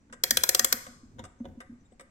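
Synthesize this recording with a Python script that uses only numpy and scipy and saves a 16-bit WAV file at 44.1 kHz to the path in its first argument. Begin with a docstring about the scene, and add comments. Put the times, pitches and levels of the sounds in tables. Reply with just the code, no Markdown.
"""A key winds a wooden wall clock: the pawl snaps over nine ratchet teeth, ringing metal and case.
The escapement ticks on, the loose key rattles, and fingers thump and rumble on the hollow case.
A quiet room answers the knocks over its steady tone; birds chirp faintly far outside."""
import sys
import numpy as np
from scipy import signal
from scipy.fft import rfft, irfft, next_fast_len
from scipy.io import wavfile
from scipy.ndimage import uniform_filter1d, map_coordinates

SR = 44100
rng = np.random.default_rng(int(sys.argv[2]) if len(sys.argv) > 2 else 0)


def materialize(psi):
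    """Save the field psi as 16-bit PCM at rate SR to the path in sys.argv[1].

    A 1-D psi becomes a single channel; in a 2-D psi each row is a channel.
    """
    bounded = np.clip(np.atleast_2d(psi).T, -1, 1)
    quanta = np.round(bounded * 32767).astype(np.int16)
    wavfile.write(sys.argv[1], SR, quanta)


N = 92610

# stereo image of room tone and rumble, narrow in the bass: f/Hz, left-right likeness
BED_LIKENESS = [(30, 0.94), (200, 0.9), (600, .6), (1500, .1), (9000, .1)]


def amp(db):
    """Decibels to linear gain."""
    return 10 ** (np.asarray(db) / 20)


def unit(x):
    """Normalise to rms 1."""
    return x / np.sqrt(np.mean(x ** 2) + 1e-20)


def crest(x):
    """Normalise the loudest 4 ms to rms 1."""
    return x / np.sqrt(np.max(uniform_filter1d(np.mean(x ** 2, 0), size=176)))


def along(points, hz):
    """Read a curve of (f/Hz, value) points on a log frequency axis."""
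    f, v = np.transpose(points)
    return np.interp(np.log(hz + 1), np.log(f + 1), v)


def add(track, start, sound):
    """Mix a sound in, start seconds into the track."""
    part = track[..., round(start * SR):][..., :sound.shape[-1]]
    part += sound[..., :part.shape[-1]]


def filtered(x, response):
    """Filter x through a complex frequency response."""
    size = next_fast_len(x.shape[-1] + SR // 4)
    spectrum = rfft(x, size) * response(np.fft.rfftfreq(size, 1 / SR))
    return irfft(spectrum, size)[..., :x.shape[-1]]


def resonances(modes):
    """Response of a resonator bank (f/Hz, width/Hz, gain/dB) with alternating polarity."""
    return lambda f: sum((-1) ** k * amp(db) * 1j * f * width / (hz * hz - f * f + 1j * f * width)
                         for k, (hz, width, db) in enumerate(modes))


def right_lag(hz, lag_s=0.00034, above_hz=700):
    """Response that delays the right channel; in the bass both sides move together."""
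    delay = lag_s * hz ** 2 / (hz ** 2 + above_hz ** 2)
    return np.exp(-2j * np.pi * hz * delay * np.array([[0], [1]]))


def paired(noises, likeness, eq):
    """Mix two noises as mid and side into a stereo pair of given likeness and EQ."""
    def mid_side(hz):
        angle = np.arccos(np.clip(along(likeness, hz), -1, 1)) / 2
        return amp(along(eq, hz)) * [np.cos(angle), np.sin(angle)]
    mid, side = filtered(noises, mid_side)
    return np.array([mid + side, mid - side])


def room_tone(level_db=-63):
    """A steady, bass-heavy bed of air."""
    # spectrum of the air: f/Hz, gain/dB
    eq = [(20, -3.5), (60, -6), (150, -13), (250, -9), (400, -19.5), (700, -26), (1500, -28), (2300, -30),
          (3200, -39), (5000, -37.5), (6100, -36.5), (7500, -35), (9300, -45.5), (10500, -57),
          (16000, -86.5)]
    air = paired(rng.standard_normal((2, N)), BED_LIKENESS, eq)
    return amp(level_db) * unit(filtered(air, right_lag))


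def room_reverb(x, wet_db=-12, rise_s=0.001):
    """The room's answer: a fresh noise tail, each frequency dying at its own speed."""
    # reverb time: f/Hz, t60/s
    decay = [(150, .25), (400, .3), (1000, 0.82), (2000, 0.41), (4000, 0.69), (8000, 0.63), (12000, 0.34),
             (16000, 0.12)]
    # colour of the tail: f/Hz, gain/dB
    eq = [(200, -0.5), (500, 4.5), (1000, -2), (2000, 5.5), (4000, -8), (8000, -5), (12000, 0.5),
          (16000, 4)]
    # stereo image of the tail: f/Hz, left-right likeness
    likeness = [(150, 0.97), (400, .9), (1000, .6), (4000, .5), (12000, 0.1)]
    hz, t, spectra = signal.stft(rng.standard_normal((2, SR * 3 // 4)), SR, nperseg=256)
    spectra *= amp(-60 * t / along(decay, hz)[:, None])
    tail = paired(signal.istft(spectra, SR, nperseg=256)[1], likeness, eq)
    tail *= 1 - np.exp(-np.arange(tail.shape[1]) / SR / rise_s)
    return amp(wet_db) * signal.fftconvolve(x, tail / np.linalg.norm(tail[0]), axes=1)


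def far_birds(width_hz=220):
    """Whistles blurred by distance: narrow noise under a quick rise and a slower fall."""
    # bird calls: t/s, length/s, f/Hz, level/dB
    chirps = [(0, 0.032, 5880, -80), (0.038, 0.052, 6020, -87), (1.27, .08, 7300, -72),
              (1.38, .06, 6200, -79.5), (1.795, 0.045, 6030, -77.5), (1.847, 0.035, 3680, -79),
              (1.843, .04, 7400, -71.5), (1.91, .045, 7800, -71.5)]
    out, t = np.zeros((2, N)), np.arange(SR // 8) / SR
    for start, length, hz, db in chirps:
        noise = rng.standard_normal((2, len(t)))
        noise = noise + 1.1 * noise[0]  # partly shared, leaning left
        whistle = filtered(noise, lambda f: resonances([(hz, width_hz, 0)])(f) ** 2)
        progress = np.minimum(t / length, 1)
        add(out, start, amp(db) * unit(whistle) * np.sin(np.pi * progress ** 0.73))
    return out


def hand_rumble(lumps_db=2, lumps_per_s=14):
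    """Hands on the case make a low, lumpy rumble, nearly mono."""
    # rumble envelope: t/s, level/dB
    envelope = [(0.0, -71), (0.12, -59), (0.21, -63.5), (0.37, -49), (0.44, -59.5), (0.56, -53.5),
                (1.02, -64.5), (1.06, -52.5), (1.25, -53), (1.37, -69.5), (1.48, -48.5), (1.54, -51.5),
                (1.6, -58.5), (1.68, -63.5), (1.73, -52.5), (1.78, -68), (1.82, -60.5), (2.1, -67.5)]
    # rumble spectrum: f/Hz, gain/dB
    eq = [(15, -7.5), (35, -3), (60, 0.5), (95, 0.5), (170, -4), (260, -2.5), (400, -13.5), (700, -25.5),
          (1500, -52.5)]
    t = np.arange(N) / SR
    times, db = np.transpose(envelope)
    lumps = map_coordinates(rng.standard_normal(64), [t * lumps_per_s])
    rumble = paired(rng.standard_normal((2, N)), BED_LIKENESS, eq)
    return unit(amp(lumps_db * lumps) * rumble) * amp(np.interp(t, times, db))


def finger_thumps(rise_s=0.008, beat_hz=22.2, upper_db=-8.5, gain_db=3.5, send_db=3):
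    """Soft finger pads ring the two lowest wall modes of the case, which beat."""
    # finger landings: t/s, relative level/dB, lower mode f/Hz, t60/s
    thumps = [(0.101, -50.5, 233.4, 0.3), (0.314, -36.5, 235, 0.14), (0.599, -43, 230, 0.23),
              (0.734, -34.5, 238, 0.16), (0.881, -42.5, 242, 0.12), (1.029, -39.5, 247.7, 0.094),
              (1.19, -44.5, 236.8, 0.14), (1.402, -27.5, 237, 0.1), (1.571, -35.5, 246, 0.094),
              (1.693, -37, 239.2, 0.16), (1.922, -54.5, 239, 0.19)]
    out, t = np.zeros((2, N)), np.arange(SR // 3) / SR
    attack = 1 - np.exp(-(t / rise_s) ** 2)
    for start, db, hz, t60 in thumps:
        walls = np.sin(2 * np.pi * hz * t) + amp(upper_db) * np.sin(2 * np.pi * (hz + beat_hz) * t)
        ring = amp(db + gain_db) * attack * amp(-60 * t / t60) * walls * np.ones((2, 1))
        add(out, start, ring)
        add(out, start, amp(send_db) * room_reverb(ring))
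    return out


def contacts(events, modes, rise_s, hold_s, t60, metal_db, case_db, rough_db, scatter_db, likeness):
    """Each contact scrapes the metal into ringing and pushes roughly on the case; the room answers."""
    # wooden case modes, rung by every contact: f/Hz, width/Hz, gain/dB
    case_modes = [(357, 35, -11.5), (527, 44, 2), (735, 19, 1.5)]
    # four bands of the metal's ring, low to high: from f/Hz, to f/Hz
    bands = [(0, 2800), (2800, 4500), (4500, 9200), (9200, 20000)]
    out, t = np.zeros((2, N)), np.arange(SR // 8) / SR
    envelope = np.minimum(t / rise_s, 1) ** 2 * amp(-60 * np.maximum(t - rise_s - hold_s, 0) / t60)
    angle = np.arccos(likeness) / 2
    left_right = np.array([[1], [-1]])
    for time, knock_db, pan_db, *band_dbs in events:
        mid, side = rng.standard_normal((2, len(bands), 1, len(t)))
        scrapes = envelope * (np.cos(angle) * mid + np.sin(angle) * side * left_right)
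        struck_modes = [(hz, width, db + rng.normal(0, scatter_db)) for hz, width, db in modes]
        metal = np.zeros((2, len(t)))
        for (low, high), db, scrape in zip(bands, band_dbs, scrapes):
            bank = resonances([mode for mode in struck_modes if low < mode[0] <= high])
            ring = filtered(scrape, lambda f: bank(f) / (1 + 1j * f / high) ** 2)
            metal += amp(db + metal_db) * crest(ring)
        push = envelope ** 8 + amp(rough_db) * envelope * rng.standard_normal(len(t))  # pulse plus grit
        knock = amp(knock_db + case_db) * crest(filtered(push[None], resonances(case_modes)))
        hit = filtered(metal + knock, right_lag) * amp(pan_db / 2 * left_right)
        add(out, time - rise_s / 2, hit)
        add(out, time - rise_s / 2, room_reverb(hit))
    return out


def key_rattles():
    """The loose key clinks in its play."""
    # clinks: t/s, knock level/dB, left over right/dB, ring level/dB in four bands (levels relative)
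    rattles = [(.096, -63.5, -3, -54, -69.5, -73, -95.5), (1.183, -47.5, 6.5, -47, -56, -62, -85),
               (1.191, -43, 2.5, -36.5, -41.5, -46, -69), (1.399, -52, -3, -56, -90, -70, -95),
               (1.443, -44.5, -1, -55, -63.5, -71.5, -98), (1.452, -38.5, 0.5, -42, -49, -59.5, -75),
               (1.484, -50, 9, -61, -74, -71, -95), (1.919, -53, 5.5, -65, -70, -75, -95)]
    # key modes: f/Hz, width/Hz, gain/dB
    modes = [(944, 100, -0.5), (1490, 220, -3), (2050, 220, -5), (2880, 170, -4.5), (3572, 250, 0),
             (5300, 250, -0.5), (6900, 1300, 2), (7400, 250, 2), (8596, 450, -15), (10000, 600, 0)]
    return contacts(rattles, modes, rise_s=0.0038, hold_s=0.0009, t60=0.0421, metal_db=-6.5,
                    case_db=-3.5, rough_db=-6.3, scatter_db=2, likeness=0.46)


def escapement_ticks():
    """The escapement catches with a light tick, mostly doubled by a rebound."""
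    # ticks: t/s, knock level/dB, left over right/dB, ring level/dB in four bands (levels relative)
    ticks = [(0.125, -50.5, -0.5, -45, -57, -49, -60), (0.133, -50, 6, -64.5, -63, -56, -69),
             (0.865, -47, 2, -44.5, -56, -56.5, -66), (1.238, -52, -1.5, -49.5, -60.5, -52, -71),
             (1.25, -51, 4.5, -53, -60, -54.5, -63), (1.603, -51, 2, -46, -61, -56, -60),
             (1.612, -55, -3, -55.5, -62.5, -66.5, -72), (1.995, -51, 3.0, -50, -63.5, -56, -66),
             (2.007, -52.5, -0.5, -53, -64, -55.5, -65)]
    # escapement modes: f/Hz, width/Hz, gain/dB
    modes = [(960, 120, -8.5), (1217, 110, 1.5), (1563, 90, 0), (1985, 230, -3), (2860, 120, -5.5),
             (3650, 190, -5), (5030, 500, -4), (6380, 300, -5), (7500, 300, 4), (8000, 500, 2.5),
             (9530, 470, 2.5), (11500, 600, -19.5), (14500, 1500, -14)]
    return contacts(ticks, modes, rise_s=0.0014, hold_s=0.0004, t60=0.057, metal_db=2,
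                    case_db=-2, rough_db=7, scatter_db=2.5, likeness=0.44)


def pawl_snaps():
    """As the key winds the spring, the pawl drops over each ratchet tooth with a bright snap."""
    # snaps: t/s, knock level/dB, left over right/dB, ring level/dB in four bands (levels relative)
    snaps = [(0.236, -31.5, 1, -28, -24.5, -20, -24), (0.307, -33, 2.4, -26.5, -27.5, -17.5, -21.5),
             (0.37, -30.5, 0.97, -27, -21.5, -20.5, -21.5), (0.435, -33, 1.5, -27.5, -26, -21, -19.5),
             (0.49, -27, 1, -27.5, -27, -17, -20.5), (0.547, -28, 1.4, -30, -25.5, -18, -23.5),
             (0.593, -32, 1, -25, -28.5, -17, -23), (0.645, -33, 0.74, -30, -28, -17.5, -21.5),
             (0.725, -33, 1, -26, -30, -20, -20)]
    # ratchet modes: f/Hz, width/Hz, gain/dB
    modes = [(1010, 160, -4), (1246, 420, -1.5), (1560, 410, 1.5), (1834, 110, 4), (2277, 560, -1.5),
             (2660, 300, -10), (3323, 250, 0), (4178, 130, 5), (4870, 400, -3), (6340, 800, -4),
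             (7130, 900, -3), (7317, 700, 5), (8742, 290, -8.5), (10410, 800, -6), (11725, 700, -2),
             (13150, 2400, -1.5), (14300, 500, 0), (15800, 470, -11)]
    return contacts(snaps, modes, rise_s=0.0018, hold_s=0.0012, t60=0.021, metal_db=2,
                    case_db=-3.5, rough_db=-4.5, scatter_db=2, likeness=0.43)


def scene():
    """Clockwork up front; hands, birds and room tone behind."""
    clockwork = pawl_snaps() + escapement_ticks() + key_rattles()
    hands_and_birds = finger_thumps() + hand_rumble() + far_birds()
    return clockwork + filtered(hands_and_birds, right_lag) + room_tone()


def record(dry, cutoff_hz=16600):
    """A steep low-pass trims the very top."""
    return filtered(dry, lambda hz: 1 / (1 + (hz / cutoff_hz) ** 160))


dry = scene()
out = record(dry)
materialize(out)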